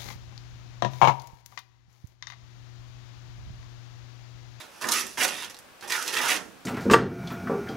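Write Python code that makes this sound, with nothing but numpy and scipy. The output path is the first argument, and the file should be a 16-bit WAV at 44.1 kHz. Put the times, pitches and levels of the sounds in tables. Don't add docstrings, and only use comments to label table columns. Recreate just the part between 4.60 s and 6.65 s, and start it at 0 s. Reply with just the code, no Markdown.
import sys
import numpy as np
from scipy import signal
from scipy.fft import rfft, irfft
from scipy.io import wavfile
from scipy.ndimage import uniform_filter1d

SR = 44100
rng = np.random.default_rng(int(sys.argv[2]) if len(sys.argv) > 2 else 0)


def file_out(sig):
    cols = np.atleast_2d(sig).T
    lim = np.clip(cols, -1, 1)
    pcm = np.round(lim * 32767).astype(np.int16)
    wavfile.write(sys.argv[1], SR, pcm)


N = 90404


def amp(db):
    return 10 ** (np.asarray(db) / 20)


def unit(x):
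    return x / np.sqrt(np.mean(x ** 2) + 1e-20)


def read(points, hz):
    knot_hz, value = np.transpose(points)
    return np.interp(np.log(hz + 1), np.log(knot_hz + 1), value)


def add(mix, start, sound):
    part = mix[max(round(start * SR), 0):][:len(sound)]
    part += sound[:len(part)]


def colour(x, spectrum, vary_db=0, size=2048):
    hz = np.fft.rfftfreq(size, 1 / SR)
    knots = np.geomspace(300, 16000, 16)
    db = read(spectrum, hz) + vary_db * np.interp(hz, knots, rng.standard_normal(len(knots)))
    log_gain = np.log(amp(np.r_[db, db[-2:0:-1]]))
    taps = np.fft.ifft(np.exp(np.conj(signal.hilbert(log_gain)))).real
    return signal.fftconvolve(x, taps / np.linalg.norm(taps))[:len(x)]


def resonate(x, hz, width_hz):
    turn = np.exp(2j * np.pi * np.cumsum(hz * np.ones(len(x))) / SR)
    pole = np.exp(-np.pi * width_hz / SR)
    return 2 * (turn * signal.lfilter([1 - pole], [1, -pole], x / turn)).real


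def noise_pair(coherence):
    mid, side = rfft(rng.standard_normal((2, N)))
    alike = np.clip(read(coherence, np.fft.rfftfreq(N, 1 / SR)), 0, 1)
    mid, side = mid * np.sqrt((1 + alike) / 2), side * np.sqrt((1 - alike) / 2)
    return irfft([mid + side, mid - side], N)


def pan(x, balance):
    ratio = amp(read(balance, np.fft.rfftfreq(2 * N, 1 / SR)))
    gains = np.array([2 * ratio, np.full_like(ratio, 2)]) / (1 + ratio)
    return irfft(rfft(x, 2 * N) * gains)[:, :N]


# (frequency [Hz], level [dB])
AIR_SPECTRUM = [(15, -46), (25, -17), (198, -8), (331, -9.5), (457, -6.5), (567, -4.5), (1710, -6.5),
                (1850, -10.5), (2560, -10), (4040, -15), (15500, -26)]
# (frequency [Hz], coherence [0-1])
AIR_COHERENCE = [(40, 0.19), (300, 0.19), (2000, 0.31), (12000, 0.22)]
def air(level_db=-52.5):
    gain = amp(read(AIR_SPECTRUM, np.fft.rfftfreq(N, 1 / SR)))
    hiss = irfft(rfft(noise_pair(AIR_COHERENCE)) * gain, N)
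    return amp(level_db) * unit(hiss)


# (frequency [Hz], time to fall 60 dB [s])
TAIL_DECAY = [(100, 2), (350, 0.56), (1000, 0.38), (3000, 0.24), (8000, 0.41), (15000, 0.55)]
# (frequency [Hz], level [dB])
TAIL_SPECTRUM = [(100, 6.5), (350, 4.5), (1000, 1), (3000, -5), (8000, -7), (15000, -17)]
# (frequency [Hz], coherence [0-1])
ECHO_COHERENCE = [(60, .5), (300, .7), (2000, .62), (6000, .35), (14000, .3)]
def echoes(near_db=-1.5, near_rise_s=.001, near_t60_s=.065, tail_rise_s=.016):
    t = np.arange(N) / SR
    near = noise_pair(ECHO_COHERENCE) * np.exp(-np.log(1000) * t / near_t60_s)
    near *= np.minimum(t / near_rise_s, 1)
    near = amp(near_db) * near / np.linalg.norm(near[0])
    hz, frame_s, bands = signal.stft(noise_pair(ECHO_COHERENCE), SR, nperseg=256)
    rate = np.log(1000) / read(TAIL_DECAY, hz)[:, None]
    decay = np.exp(-rate * frame_s) * np.sqrt(2 * rate / SR)
    bands *= amp(read(TAIL_SPECTRUM, hz))[:, None] * decay
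    tail = signal.istft(bands, SR, nperseg=256)[1][:, :N] * np.minimum(t / tail_rise_s, 1)
    return (near + tail)[:, :SR]


def tunnel(direct, spots=9, spot_s=.03):
    position = (np.arange(N) / SR / spot_s) % spots
    reflected = np.zeros((2, N))
    for spot in range(spots):
        apart = abs((position - spot + spots / 2) % spots - spots / 2)
        share = np.cos(np.pi / 2 * np.minimum(apart, 1))
        reflected += signal.fftconvolve((direct * share)[None], echoes(), axes=1)[:, :N]
    return direct + reflected


# (time [s], level [dB], pitch [Hz])
FOOTFALLS = [(.243, -33, 257), (0.334, -40.5, 232), (.635, -40, 350)]
# (frequency [multiple of the pitch], level [dB])
THUD_SPECTRUM = [(.15, -41), (.45, -25.5), (1, -6.5), (2, -13.5), (4, -13), (10, -72)]
def thuds(rise_s=.0061, decay_s=.019):
    t, out = np.arange(SR // 4) / SR, np.zeros(N)
    envelope = np.minimum(t / rise_s, 1) * np.exp(-t / decay_s)
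    for start, db, hz in FOOTFALLS:
        spectrum = [(hz * multiple, level) for multiple, level in THUD_SPECTRUM]
        add(out, start, amp(db) * envelope * unit(colour(rng.standard_normal(len(t)), spectrum)))
    return out


def rub(hz, q):
    width = hz.mean() / q
    tone = resonate(resonate(rng.standard_normal(len(hz)), hz, width), hz, width)
    return tone / np.sqrt(uniform_filter1d(tone ** 2, size=700) + 1e-12)


# (time [s], length [s], level [dB], first pitch [Hz], last pitch [Hz])
SOLE_DRAGS = [(0.234, 0.18, -34, 1144, 1350), (1.334, 0.12, -36.5, 1510, 1310),
              (1.606, 0.19, -36.5, 2850, 2580)]
def drags():
    out = np.zeros(N)
    for start, length, db, from_hz, to_hz in SOLE_DRAGS:
        progress = np.linspace(0, 1, int(length * SR))
        glide_hz = from_hz + (to_hz - from_hz) * progress
        add(out, start, amp(db) * np.sin(np.pi * progress) * rub(glide_hz, q=4))
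    return out


# (time [s], level [dB], pitch [Hz])
PEBBLE_KNOCKS = [(.243, -28.5, 1580), (0.288, -29.5, 1200), (.338, -28, 1840), (.577, -37, 1360),
                 (.608, -22, 2410), (.624, -28.5, 940), (.648, -32, 1110), (1.3225, -29.5, 2000),
                 (1.569, -29.5, 1650)]
def pebbles(rise_s=.0013, decay_s=.0078):
    t, out = np.arange(SR // 8) / SR, np.zeros(N)
    envelope = np.minimum(t / rise_s, 1) * np.exp(-t / decay_s)
    envelope /= envelope.max()
    for start, db, hz in PEBBLE_KNOCKS:
        add(out, start, amp(db) * envelope * rub(np.full(len(t), hz), q=2.14))
    return out


# (time [s], level [dB], pitch [Hz])
CRUST_SNAPS = [(0.213, -22, 5360), (0.2428, -19, 1290), (.272, -16.5, 6000), (0.2893, -6.5, 4830),
               (0.3204, -3, 5600), (0.3487, -20, 6200), (.367, -13, 6000), (0.468, -17, 8300),
               (0.574, -21, 1820), (0.635, -5.5, 7060), (0.65, -20, 6000), (0.681, -12, 7040),
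               (0.6879, -14, 2850), (.832, -20, 3030), (.845, -23.5, 3400), (.899, -26.5, 6500),
               (0.945, -27, 4100), (.968, -30, 4150), (.989, -24.5, 8300), (1.2103, -27.5, 4870),
               (1.305, -17, 2980), (1.3222, -6.5, 4150), (1.426, -11.5, 6700), (1.479, -9, 5630),
               (1.54, -12, 4060), (1.57, -10, 2350), (1.7079, -9.5, 2770)]
# (frequency [Hz], level [dB])
SNAP_SPECTRUM = [(100, -33), (1000, -0.5), (7000, -2), (11000, -3), (13500, 3), (16000, -9.5)]
def snaps(gain_db=.5, decay_cycles=.48, crumb_db=-20.5, crumb_decay_s=.011, size=900):
    t, out = np.arange(size) / SR, np.zeros(N)
    for start, db, hz in CRUST_SNAPS:
        ring = np.cos(2 * np.pi * hz * t) * np.exp(-t * hz / decay_cycles)
        ring[0] = .95
        crumbs = rng.standard_normal(size) * (rng.random(size) < .2)
        breaks = amp(crumb_db) * crumbs * np.exp(-t / crumb_decay_s)
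        breaks[0] = 1
        add(out, start, amp(db + gain_db) * np.convolve(breaks, ring))
    return colour(out, SNAP_SPECTRUM)


def crackle(spectrum, clumps, per_s, spread_db, kinds=8):
    clicks = (rng.random(N) < per_s / SR) * rng.choice([-1, 1], N) * clumps
    clicks *= amp(spread_db * np.minimum(rng.exponential(1, N), 4))
    clicks /= np.sqrt(abs(uniform_filter1d(clicks ** 2, 1100)) + 1e-9)
    kind = rng.integers(0, kinds, N)
    return unit(sum(colour(clicks * (kind == k), spectrum, vary_db=4.5) for k in range(kinds)))


# (frequency [Hz], level [dB])
FROST_SPECTRUM = [(300, -61), (1500, -16.5), (3000, 2.5), (4200, -2.5), (6000, 0.5), (7800, -7.5),
                  (10500, -1.5), (13000, -10), (15800, -11)]
GRAVEL_SPECTRUM = [(100, -32), (350, -7), (520, -11.5), (850, -4.5), (1400, 3), (1900, 3), (2900, -2),
                   (4200, -6.5), (8000, -36), (16000, -4.5)]
THUMP_SPECTRUM = [(30, -44), (80, -26), (150, -12), (240, -8), (370, -0.5), (520, -9.5), (1000, -6.5),
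                  (3000, -61)]
SPLINTER_SPECTRUM = [(3000, -19), (6000, -10), (11000, 0), (15800, -6)]
# (time [s], rise [s], hold [s], release [s],
# frost level [dB], gravel level [dB], thump level [dB], rasp level [dB], rasp pitch [Hz])
BOOT_PUSHES = [ (-.01, 0.006, 0.0068, 0.13, -45.5, -43, -51.5, -47, 3800),
               (0.064, 0.092, 0.16, 0.064, -56, -61, -65, -63, 1180),
               (0.206, 0.016, 0.011, 0.071, -37.5, -37.5, -43.5, -39.5, 1160),
               (0.24, 0.0025, 0.028, 0.1, -42.5, -50, -44, -47, 1184),
               (0.281, 0.0064, 0.0052, 0.036, -31, -35, -61, -34, 1005),
               (0.307, 0.01, 0.012, 0.073, -25, -40, -62, -45, 1230),
               (0.332, 0.0044, 0.071, 0.08, -31, -39, -53.5, -34.5, 2460),
               (0.42, 0.015, 0.074, 0.42, -47, -56, -68, -73, 5400),
               (0.573, 0.0037, 0.028, 0.037, -35, -28.5, -39, -47, 1600),
               (0.586, 0.031, 0.034, 0.055, -27.5, -26.5, -44, -34, 1994),
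               (0.671, 0.0055, 0.018, 0.11, -36.5, -48, -67.5, -39, 2910),
               (0.705, 0.024, 0.12, 0.081, -42.5, -42, -66, -43, 3244),
               (0.895, 0.0033, 0.0036, 0.069, -44.5, -47.5, -87, -74.5, 4160),
               (1.221, 0.0048, 0.019, 0.13, -49.5, -43, -51.5, -45.5, 850),
               (1.271, 0.008, 0.028, .03, -40, -49, -49, -60, 740),
               (1.296, 0.0061, 0.063, 0.054, -35, -31.5, -73, -38, 2010),
               (1.35, 0.0085, 0.052, 0.46, -38, -42.5, -55.5, -49.5, 764),
               (1.446, 0.028, 0.021, 0.24, -39, -36, -48.5, -43.5, 4800),
               (1.521, 0.011, 0.016, 0.081, -34.5, -31.5, -63, -38, 1900),
               (1.554, 0.013, 0.026, 0.11, -35.5, -28.5, -44, -39, 1850),
               (1.607, 0.0086, 0.059, 0.17, -33.5, -29.5, -52, -33.5, 1145),
               (1.667, 0.026, 0.027, 0.084, -29, -25.5, -48, -29, 2220),
               (1.736, 0.0082, 0.026, 0.0308, -35, -36, -43, -49, 1970)]
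def scuffs(release_fall_db=34.5, clump_s=.005, rasp_q=4.3, splinter_db=23.5, splinter_growth=2.015):
    t, rasps = np.arange(N) / SR, np.zeros(N)
    clumps = amp(-unit(uniform_filter1d(rng.standard_normal(N), int(clump_s * SR))))
    frost = crackle(FROST_SPECTRUM, clumps, per_s=9000, spread_db=5.5)
    gravel, slips = (crackle(GRAVEL_SPECTRUM, clumps, per_s=2600, spread_db=4.5) for _ in range(2))
    thump = unit(colour(rng.standard_normal(N), THUMP_SPECTRUM))
    power = np.zeros((3, N))
    for start, rise, hold, release, frost_db, gravel_db, thump_db, rasp_db, rasp_hz in BOOT_PUSHES:
        released = np.maximum(t - start - rise - hold, 0) / release
        push = np.clip((t - start) / rise, 0, 1) * amp(-release_fall_db * released)
        power += (amp([[frost_db], [gravel_db], [thump_db]]) * push) ** 2
        width = 2 * rasp_hz / rasp_q
        rasp = resonate(resonate(slips, rasp_hz, width), rasp_hz, width)
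        rasps += amp(rasp_db) * push * unit(rasp)
    envelopes = np.sqrt(power)
    splinters = crackle(SPLINTER_SPECTRUM, clumps, per_s=1100, spread_db=6.5)
    splinters *= amp(splinter_db) * envelopes[0] ** splinter_growth
    return rasps + splinters + (envelopes * [frost, gravel, thump]).sum(0)


# (frequency [Hz], level [dB])
PATH_TO_MICS = [(100, 1), (190, -1), (320, -1), (520, 2.5), (720, 1.5), (1000, -1), (3000, -0.5), (4200, 2),
                (6000, 1), (11500, 0.5), (13500, -5), (15800, -12.5)]
# (frequency [Hz], width [Hz], level [dB])
TUNNEL_RESONANCES = [(245, 31, -11), (740, 44, -5.5), (940, 60, -12), (1252, 20, -9), (1820, 103, -2),
                     (2682, 65, -3)]
def boots():
    steps = colour(scuffs() + drags() + pebbles() + snaps() + thuds(), PATH_TO_MICS)
    return steps + sum(amp(db) * resonate(steps, hz, width) for hz, width, db in TUNNEL_RESONANCES)


# (frequency [Hz], left minus right [dB])
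BOOT_BALANCE = [(60, -2), (99, -47), (160, -16), (270, -17.5), (450, -12.5), (740, -10.5), (1220, -7),
                (2010, -5), (3330, -3.5), (5500, -6.5), (9080, -0.5), (15000, -13)]
AIR_BALANCE = [(60, -31), (150, -5), (380, 0.5), (950, 2.0), (2380, 1.0), (5980, 2), (15000, -12)]
def scene(boots_db=-3.5):
    return pan(amp(boots_db) * tunnel(boots()), BOOT_BALANCE) + pan(air(), AIR_BALANCE)


def record(dry, cutoff_hz=15780):
    taps = signal.firwin(1023, cutoff_hz, window=("kaiser", 9), fs=SR)
    return signal.oaconvolve(dry, taps[None], "same")


dry = scene()
out = record(dry)
file_out(out)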